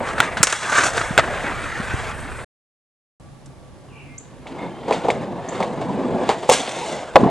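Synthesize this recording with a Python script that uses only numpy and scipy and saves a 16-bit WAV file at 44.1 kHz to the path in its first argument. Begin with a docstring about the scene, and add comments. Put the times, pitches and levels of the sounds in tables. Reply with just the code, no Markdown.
"""A yard in two takes: a skateboard runs up over concrete, pops, slides along a low steel rail, lands and rolls
away; after a silence, heard from low grass, it crosses boards to a whistle, bird chips and squeaks, slides, lands.
Noise of grit and blows rings the resonances of ground, deck, wheels, rail and trucks; sparse echoes return.
Shaped noise makes the wind and air, short cosines the low thuds, gliding sines the birds, wavering tones a
faint hum; the two-port microphone colours everything and clips the loudest peaks."""
import sys
import numpy as np
from scipy import signal
from scipy.fft import rfft, irfft
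from scipy.io import wavfile
from scipy.ndimage import uniform_filter1d

SR = 44100
rng = np.random.default_rng(int(sys.argv[2]) if len(sys.argv) > 2 else 0)


def digitize_waveform(pressure):
    """Quantize a signal to 16-bit integers and store it at the path in sys.argv[1].

    Rows of a 2-D input are taken as channels; values are limited to [-1, 1].
    """
    field = np.atleast_2d(pressure).T
    bounded = np.clip(field, -1, 1)
    quanta = np.round(bounded * 32767).astype(np.int16)
    wavfile.write(sys.argv[1], SR, quanta)


N = 321930


def gain_of(db):
    """Turns decibels into an amplitude factor."""
    return 10 ** (np.asarray(db) / 20)


def evened(x):
    """Scales a signal to an RMS of 1 over all its rows together."""
    return x / np.sqrt(np.mean(x ** 2) + 1e-20)


def smoothed_twice(x, first, second):
    """Two moving averages, lengths in samples, leave only the slow drift of a noise."""
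    return uniform_filter1d(uniform_filter1d(x, first), second)


def read(points, hz):
    """Reads a curve over frequency, straight between points on a log scale."""
    f, value = np.transpose(points)
    return np.interp(np.log(hz + 1), np.log(f + 1), value)


def follow(tables):
    """Joins the rows of all tables in time into one curve a column."""
    s, *columns = np.vstack(tables).T
    return np.array([np.interp(np.arange(N) / SR, s, c) for c in columns])


def add(mix, s, sound):
    """Lays a sound into the mix from s seconds on, cut off at its end."""
    part = mix[..., round(s * SR):][..., :sound.shape[-1]]
    part += sound[..., :part.shape[-1]]


def coloured(x, points):
    """Filters a signal by a curve of dB over Hz."""
    return irfft(rfft(x) * gain_of(read(points, np.fft.rfftfreq(N, 1 / SR))), N)


def swept_sine(hz):
    """A sine whose frequency follows a curve sample by sample."""
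    return np.sin(2 * np.pi * np.cumsum(hz) / SR)


def ring(modes):
    """The answer of a body to one short push, with energy 1; neighbouring modes swing in opposition."""
    t = np.arange(2500) / SR
    h = 0
    for k, (hz, width, db) in enumerate(modes):
        swell_and_decay = width ** 1.5 * t * np.exp(-1.5 * np.pi * width * t)
        h = h + (-1) ** k * gain_of(db) * swell_and_decay * np.sin(2 * np.pi * hz * t)
    return h / np.linalg.norm(h)


# The two takes in the yard. Each row: start in seconds, end in seconds.
TAKES = [(0, 2.444), (3.2, 7.3)]
LOW_VIEW_WHEELS_DB, LOW_VIEW_TRUCKS_DB = -11.5, -5  # heard from the grass, wheels and trucks are weaker


def low_view(s):
    """True in the second take, where the camera and its microphone lie in the grass."""
    return np.asarray(s) >= TAKES[1][0]


def grit(spread_db, lumpy_db, stones_per_s):
    """Wheels and steel run over grains of unlike size; bumps and small stones shake all parts at once."""
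    bumps = evened(smoothed_twice(rng.standard_normal((6, N)), 500, 300))
    bumps = evened(bumps + bumps[0])  # partly common to all parts
    stones = rng.random(N) * (rng.random(N) < stones_per_s / SR)
    jolts = signal.lfilter([1], [1, -np.exp(-1 / (.005 * SR))], stones)  # each dies away with 5 ms
    grains_db = spread_db * np.minimum(rng.exponential(1, (6, N)), 5)
    size = gain_of(grains_db + lumpy_db * bumps)
    return evened(size * (1 + jolts / 2) * rng.standard_normal((6, N)))


# What lies under the skateboard: open concrete, boards, the steel rail, the landing, and the nearby boards with
# a louder ground. Each row: ground beside rumble in dB, wheels and trucks beside scrape in dB (all three at the
# middle level), dB that the wheels move for each dB of scrape.
CONCRETE = (-7, 11, -3.5, 0.71)
BOARDS = (-1, 16, -0.5, 1)
STEEL = (-10, 1.5, 1.5, 1)
LANDING = (-4.5, 11.5, -4, 0.95)
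NEAR_BOARDS = (1, 9, -2, -0.2)
# Passes through the yard. Each row: time in seconds, rumble of the deck in dB, scrape of the hard parts in dB
# and, in the two slides, the grind of deck on rail in dB.
RUN_UP = [(0, -22.5, -47.5), (.09, -31, -34.5), (0.151, -32.5, -43.5), (0.241, -26.5, -31),
          (.3, -32.5, -43), (0.411, -30.5, -44)]
SLIDE = [(.5, -46.5, -29.5, 2), (.6, -43, -34, -0.5), (0.68, -40, -33.5, 8), (.78, -27, -25.5, 9.5),
         (.885, -29, -26.5, 2.5), (.92, -31.5, -38, 5.5), (.97, -25.5, -28.5, 4.5),
         (1.08, -32.5, -39, 10.5)]
ROLL_AWAY = [(1.25, -29, -38.5), (1.5, -32, -37), (1.75, -38.5, -39), (2.11, -35.5, -37),
             (2.13, -38, -45.5), (2.44, -41.5, -45.5)]
SECOND_RUN_UP = [(3.201, -55.5, -70), (4.44, -48, -59), (4.5, -38, -50), (4.64, -29, -47),
                 (4.731, -36.5, -53), (4.85, -32.5, -47.5), (5.0, -28.5, -41.5), (5.16, -28.5, -43.5),
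                 (5.35, -31, -51.5), (5.55, -28.5, -39.5), (5.75, -28, -45.5), (6.15, -23.5, -44.5),
                 (6.26, -26, -39)]
SECOND_SLIDE = [(6.47, -36, -42.5, 4.5), (6.526, -22.5, -17.5, -2.5), (6.57, -26, -22, -2),
                (6.65, -30, -32.5, 2.5), (6.951, -26, -34.5, 3), (7.133, -36, -47.5, 16)]
RIDE_OUT = [(7.203, -18, -37), (7.3, -20, -44)]
# The whole ride. Each row: what is underfoot, the pass over it.
PASSES = [(CONCRETE, RUN_UP), (STEEL, SLIDE), (LANDING, ROLL_AWAY),
          (BOARDS, SECOND_RUN_UP), (STEEL, SECOND_SLIDE), (NEAR_BOARDS, RIDE_OUT)]
MIDDLE_DB = -33
GROUND_SWING, TRUCKS_SWING = 0.98, 1.214  # dB that they move for each dB of rumble or scrape
GRIND_DB, GRIND_SHARE = -0.1, 0.71  # grind level beside the wheels; share of its swell the wheels take


def rolling():
    """Rumble drives ground and deck, scrape drives wheels, rail and trucks, shared out by the contact."""
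    rows = []
    for (ground_db, wheels_db, trucks_db, wheels_swing), curve in PASSES:
        s, rumble, scrape, *grind = np.transpose(curve)
        ground = ground_db + MIDDLE_DB + GROUND_SWING * (rumble - MIDDLE_DB)
        wheels = wheels_db + MIDDLE_DB + wheels_swing * (scrape - MIDDLE_DB)
        wheels = wheels + LOW_VIEW_WHEELS_DB * low_view(s)
        trucks = trucks_db + MIDDLE_DB + TRUCKS_SWING * (scrape - MIDDLE_DB)
        trucks = trucks + LOW_VIEW_TRUCKS_DB * low_view(s)
        rubbing = wheels + GRIND_DB + grind[0] if grind else s * 0 - 90  # next to nothing off the rail
        wheels = wheels + GRIND_SHARE * sum(grind)
        rows.append(np.transpose([s, ground, rumble, wheels, scrape, trucks, rubbing]))
    return gain_of(follow(rows)) * grit(spread_db=3.0, lumpy_db=1.5, stones_per_s=13.0)


# Tail and wheels on the ground. Each row: time in seconds, push on the deck in dB, push on the rail in dB,
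# t60 of the rattle in seconds, note in Hz.
KNOCKS = [(0.183, -22.5, -25, 0.049, 1500), (0.2038, -30, -11, .035, 1420),
          (0.3716, -34.5, -23.5, 0.13, 1506), (0.7225, -20.5, -29.5, 0.08, 900),
          (0.98, -32, -21, 0.044, 1514), (1.015, -37, -22.5, 0.034, 1305),
          (1.1788, -20.5, -12.5, 0.058, 1500), (1.1862, -14.5, -20, 0.086, 520),
          (1.1953, -24, -17.5, 0.038, 1212), (4.457, -29.5, -52.5, 0.074, 600),
          (4.470, -34, -39.5, 0.18, 2240), (4.8818, -18.5, -35.5, 0.31, 559),
          (4.9100, -11.5, -32, 0.12, 653), (4.9264, -19, -25.5, 0.24, 2390), (5.0479, -16, -41, 0.18, 518),
          (5.0856, -12, -35, 0.17, 834), (5.1039, -25, -20.5, 0.057, 2230), (5.6048, -14, -33.5, 0.14, 692),
          (5.6281, -17.5, -29, 0.11, 2180), (5.812, -21, -35.5, 0.15, 620), (6.292, -10.5, -21.5, 0.2, 813),
          (6.4282, -21, -33, 0.18, 598), (7.1578, 3, -22, 0.05, 800), (7.163, 3, -31.5, 0.051, 430)]
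# Bright metallic clanks and a few small or faint ticks. Each row: time in seconds, push on deck, rail and
# trucks in dB, t60 of the rattle in seconds.
CLANKS = [(0.4311, -29, -13, -0.5, .058), (0.4715, -26, -19, -17, 0.06), (0.5266, -36, -19, -17, 0.047),
          (3.459, -47.5, -48, -40, 0.046), (6.4924, -8, -32, -26, 0.1), (6.4982, -13, -14.5, -13.5, 0.07),
          (6.5145, -11.5, -27, -32.5, 0.15), (6.675, -22, -26.5, -39, 0.074)]
# First push of a hard knock over the rattle, as a factor, on ground, deck, wheels, rail and trucks.
KNOCK_SIZE = [1.2, 24, 3.1, 21, 18]
WOOD_TOP_HZ = 1100  # notes below are of wood
KNOCK_WHEELS_DB, CRACK_WHEELS_DB, CLANK_WHEELS_DB = 11.5, 4, 6  # beside the rail: low note, high note, clank
KNOCK_TRUCKS_DB, BLOW_GROUND_DB = -8, -13  # trucks beside the rail, ground beside the deck
SOFT_DB, HARD_RANGE_DB, SWELL_S = -22.5, 14.5, 0.0011  # weak blows swell, strong ones knock


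def blows():
    """Each blow is a dying rattle; strong ones begin with a hard knock, weak ones are scuffs that swell."""
    force, t = np.zeros((5, N)), np.arange(8000) / SR
    hits = []
    for s, deck, rail, t60, hz in KNOCKS:
        wheels = rail + (KNOCK_WHEELS_DB if hz < WOOD_TOP_HZ else CRACK_WHEELS_DB)
        hits.append((s, deck, wheels, rail, rail + KNOCK_TRUCKS_DB, t60))
    for s, deck, rail, trucks, t60 in CLANKS:
        hits.append((s, deck, rail + CLANK_WHEELS_DB, rail, trucks, t60))
    for s, deck, wheels, rail, trucks, t60 in hits:
        wheels = wheels + LOW_VIEW_WHEELS_DB * low_view(s)
        db = np.array([[deck + BLOW_GROUND_DB], [deck], [wheels], [rail], [trucks]])
        hard = np.clip((db.max() - SOFT_DB) / HARD_RANGE_DB, 0, 1)
        rise = 1 - (1 - hard) * np.exp(-t / SWELL_S)
        push = rise * gain_of(-60 * t / t60) * rng.standard_normal((5, 8000))
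        push[:, 0] = hard * np.array(KNOCK_SIZE)
        add(force, s - .001, gain_of(db) * push)
    return force


WOOD_CYCLES, HARD_CYCLES = 10, 21  # the note falls 60 dB in this many cycles
WOOD_NOTE_DB, HARD_NOTE_DB = -2, 16.5  # beside the push on deck or rail


def notes():
    """Each knock also sounds one short note: of the wood if low, of the hard parts if high."""
    out, t = np.zeros(N), np.arange(4000) / SR
    for s, deck_db, rail_db, _, hz in KNOCKS:
        if hz < WOOD_TOP_HZ:
            db, cycles = deck_db + WOOD_NOTE_DB, WOOD_CYCLES
        else:
            db, cycles = rail_db + HARD_NOTE_DB, HARD_CYCLES
        add(out, s - .001, gain_of(db - 60 * t * hz / cycles) * np.sin(2 * np.pi * hz * t))
    return out


def shifting(x, patchy_db):
    """Narrow bands of the rolling sound wax and wane at random."""
    z = signal.stft(x, nperseg=1024, noverlap=768)[2]
    patches = uniform_filter1d(rng.standard_normal(z.shape), size=2, axis=0)  # across frequency
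    patches = uniform_filter1d(patches, size=14, axis=1)  # along time
    gain = gain_of(patchy_db * evened(patches))
    return signal.istft(z * evened(gain), nperseg=1024, noverlap=768)[1][:N]


# Resonances of the ground boards, deck, wheels, rail and trucks, of the deck rubbing on the rail, and of the
# rail's long ring under the grind. Each row: frequency in Hz, width in Hz, level within the body in dB.
GROUND = [(156, 79, -3), (251, 74, -0.5), (376, 70, -1)]
DECK = [(493.3, 116, 1.5), (659, 120, 0.5), (830, 220, 0.5), (1094, 300, -6)]
WHEELS = [(1250, 814, 9.9), (1750, 410, 10.96), (2190, 840, 5.7)]
RAIL = [(2075, 410, 11), (2770, 480, 9.5), (3510, 640, 11.5), (4620, 1000, 6.5)]
TRUCKS = [(5430, 950, -0.048), (6330, 540, 0.034), (7230, 620, 1), (8140, 650, 1.7), (8750, 2200, -1.3)]
GRIND = [(1430, 560, 0)]
TUBE = [(3370, 50, 0)]
# While the steel rings freely. Each row: start in seconds, end in seconds.
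ON_RAIL = [(.425, 1.08), (6.485, 6.72)]


def board():
    """Rolling and blows shake the boards on the ground, the deck, the wheels, the rail and the trucks."""
    roll, t = rolling(), np.arange(N) / SR
    touching = sum((t > a) * (t < b) for a, b in ON_RAIL)
    tube = gain_of(-12.5) * signal.oaconvolve(roll[3] * touching, ring(TUBE))[:N]  # driven by the rail's share
    rings = np.array([ring(modes) for modes in (GROUND, DECK, WHEELS, RAIL, TRUCKS, GRIND)])
    rolled = signal.oaconvolve(roll, rings, axes=1)[:, :N].sum(0)
    struck = signal.oaconvolve(blows(), rings[:5], axes=1)[:, :N].sum(0)  # blows do not grind
    return shifting(tube + rolled, patchy_db=2.5) + struck + notes()


# Squeaks of the board. Each row: start in seconds, length in seconds, frequency in Hz, level in dB.
SQUEAKS = [(4.582, 0.22, 2147, -41.5), (4.582, 0.2, 3560, -53), (4.699, 0.4, 3120, -53)]
SQUEAK_WIDTH_HZ = 140


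def squeaks():
    """Short fuzzy squeaks as the rider's weight settles: tones wavering at random in strength and phase."""
    out, t = np.zeros(N), np.arange(SR // 2) / SR
    for s, length, hz, db in SQUEAKS:
        drift = uniform_filter1d(rng.standard_normal((2, len(t))), round(SR / SQUEAK_WIDTH_HZ))
        fuzz = evened(drift)
        shape = np.clip(np.minimum(t / 0.006, 1 - t / length), 0, 1)
        tone = (1 + fuzz[0]) * np.sin(2 * np.pi * hz * t) + fuzz[1] * np.cos(2 * np.pi * hz * t)
        add(out, s, gain_of(db) * shape * tone)
    return out


# Low thuds, among them those of the skateboard, the last two in the ride-out. Each row: time of the middle in
# seconds, peak in dB, frequency in Hz.
THUDS = [(0.408, -14, 151), (1.111, -15, 170), (1.803, -16, 179.2), (1.945, -13.5, 95), (1.941, -16, 324.5),
         (7.234, -0.5, 270), (7.264, -3, 300)]


def thuds():
    """Each low thud is two cycles of a cosine that swell and fade, alike at both ports."""
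    out = np.zeros(N)
    for s, db, hz in THUDS:
        t = np.arange(-1 / hz, 1 / hz, 1 / SR)
        add(out, s + t[0], gain_of(db) * np.cos(2 * np.pi * hz * t) * np.hanning(len(t)))
    return out


def yard(x, t60, gap):
    """Sparse echoes off walls and deck posts, from gap seconds on, other ones for each port."""
    at = np.arange(round(gap * SR), SR // 3, 20) + rng.integers(0, 20, (2, 1))
    at = at + rng.integers(0, 10, at.shape)
    echoes = rng.choice([-1., 1.], at.shape) * gain_of(-60 * at / SR / t60)
    taps = np.zeros((2, SR // 2))
    np.put_along_axis(taps, at, echoes, 1)
    return signal.fftconvolve(x[None], taps / np.linalg.norm(taps[0]), axes=1)[:, :N]


# Wind at the microphone, one list a take. Each row: time in seconds, level before the lumps in dB.
WIND = [
    [(0, -38), (.4, -38), (.55, -48), (.8, -34.5), (2.44, -35.5)],
    [(3.2, -47.5), (7.3, -53)],
]
# Colour of the buffeting. 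Each row: frequency in Hz, relative level in dB.
GUST = [(15, -18.5), (30, 5.5), (60, 2), (130, 0), (400, -32.5)]


def wind():
    """Lumpy low buffeting as shaped noise, unlike at the two ports in the deepest notes."""
    common, unlike = rng.standard_normal((2, N))
    unlike = signal.lfilter(*signal.butter(1, 260, fs=SR), unlike)
    lumps = evened(smoothed_twice(rng.standard_normal(N), 2500, 2000))
    ports = np.array([common + 0.43 * unlike, common - 0.84 * unlike])
    return gain_of(follow(WIND) + 0.9 * lumps) * evened(coloured(ports, GUST))


# Bird chips in the yard. Each row: start in seconds, level before the port balance in dB.
CHIPS = [(4.179, -25.5), (5.486, -25)]
# Rise of one chip. Each row: time from its start in seconds, frequency in Hz.
CHIP = [(0, 5700), (.006, 7120), (.011, 8100)]
# The falling whistle. Each row: time in seconds, level of the clear note in dB, frequency in Hz.
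WHISTLE = [(3.887, -58, 2960), (3.931, -51, 2380), (4.001, -55, 2250), (4.049, -61.5, 2127),
           (4.14, -47.5, 2110), (4.16, -68, 2070)]


def birds():
    """Two quick rising chips and one falling whistle, breathy above its clear note, echoing in the yard."""
    chips, t = np.zeros(N), np.arange(0, CHIP[-1][0], 1 / SR)
    chip = swept_sine(np.interp(t, *np.transpose(CHIP))) * np.hanning(len(t)) ** 0.38
    for s, db in CHIPS:
        add(chips, s, gain_of(db) * chip)
    s, db, hz = np.transpose(WHISTLE)
    t = np.arange(s[0], s[-1], 1 / SR)
    pitch = np.interp(t, s, hz)
    hoarse = 1.14 + 0.085 * evened(uniform_filter1d(rng.standard_normal(len(t)), 150))
    clear, breathy = swept_sine(pitch), swept_sine(pitch * hoarse)
    voice = clear + gain_of(10.0) * np.hanning(len(t)) * breathy
    whistle = np.zeros(N)
    add(whistle, s[0], gain_of(np.interp(t, s, db)) * voice)
    chips_heard = chips * gain_of([[-1], [1]]) + gain_of(-5.5) * yard(chips, 0.39, 0.00069)
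    return chips_heard + whistle + gain_of(1.5) * yard(whistle, .45, 0.012)


# Colour of the air and hiss. Each row: frequency in Hz, relative level in dB.
AIR = [(60, -18.5), (125, -9.5), (500, -21.5), (2500, -33.5), (6000, -36.5), (10600, -40), (12000, -57)]
# Thin high rustle. Each row: frequency in Hz, width in Hz, level within the band in dB.
RUSTLE = [(8450, 1200, 0)]
AIR_DB, RUSTLE_DB = -47, -46.5  # the rustle before flicker and blending of the ports


def air():
    common, unlike = rng.standard_normal((2, N))
    flicker = evened(uniform_filter1d(rng.standard_normal(N), 1200))
    band = signal.oaconvolve(rng.standard_normal((2, N)), ring(RUSTLE)[None], "same")
    rustle = gain_of(RUSTLE_DB + 2.1 * flicker) * band
    rustle = (rustle + rustle[0]) / 2 * ~low_view(np.arange(N) / SR)
    ports = np.array([common + 0.57 * unlike, common - unlike])
    return rustle + gain_of(AIR_DB) * evened(coloured(ports, AIR))


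# Faint steady tones. Each row: frequency in Hz, width in Hz, level in dB.
HUM = [(133.4, 20, -49.5), (1150, 22, -62), (10660, 200, -72.5)]


def hum():
    """A few tones under everything, each wavering slowly in strength and phase."""
    t, out = np.arange(N) / SR, 0
    for hz, width, db in HUM:
        a, b = uniform_filter1d(rng.standard_normal((2, N)), round(SR / width))
        tone = a * np.cos(2 * np.pi * hz * t) + b * np.sin(2 * np.pi * hz * t)
        out = out + gain_of(db) * evened(tone)
    return out


def scene():
    """The skateboard and its echoes in the yard, with thuds, wind, birds, air and hum around."""
    skate = board() + squeaks()
    echoes = gain_of(-26.0) * yard(skate, 0.34, 0.0087)
    return skate + echoes + thuds() + wind() + birds() + air() + hum()


# Colour of the microphone. Each row: frequency in Hz, gain in dB.
MICROPHONE = [(15, -10.5), (60, 1), (10500, -4), (12000, -11), (16000, -34.5)]
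# Phase between its two ports. Each row: frequency in Hz, lead of the left port in radians.
PORTS = [(60, 1.9), (230, 0.28), (1000, 0.08), (4500, 0.42)]


def record(dry):
    """Microphone colour, phase shift between the ports, overload, the cut between takes and the band limit."""
    hz = np.fft.rfftfreq(N, 1 / SR)
    lead = read(PORTS, hz) / 2  # half on each side
    turn = np.exp(1j * np.array([lead, -lead]))
    ports = irfft(rfft(dry) * gain_of(read(MICROPHONE, hz)) * turn, N)
    t = np.arange(N) / SR
    running = sum(np.clip(np.minimum(t - a, b - t) / .002 + 1, 0, 1) for a, b in TAKES)
    loud = np.clip(ports, -.97, .97) * running
    band_limit = signal.firwin(511, 16000, window=("kaiser", 9), fs=SR)
    return signal.oaconvolve(loud, band_limit[None], "same")


dry = scene()
out = record(dry)
digitize_waveform(out)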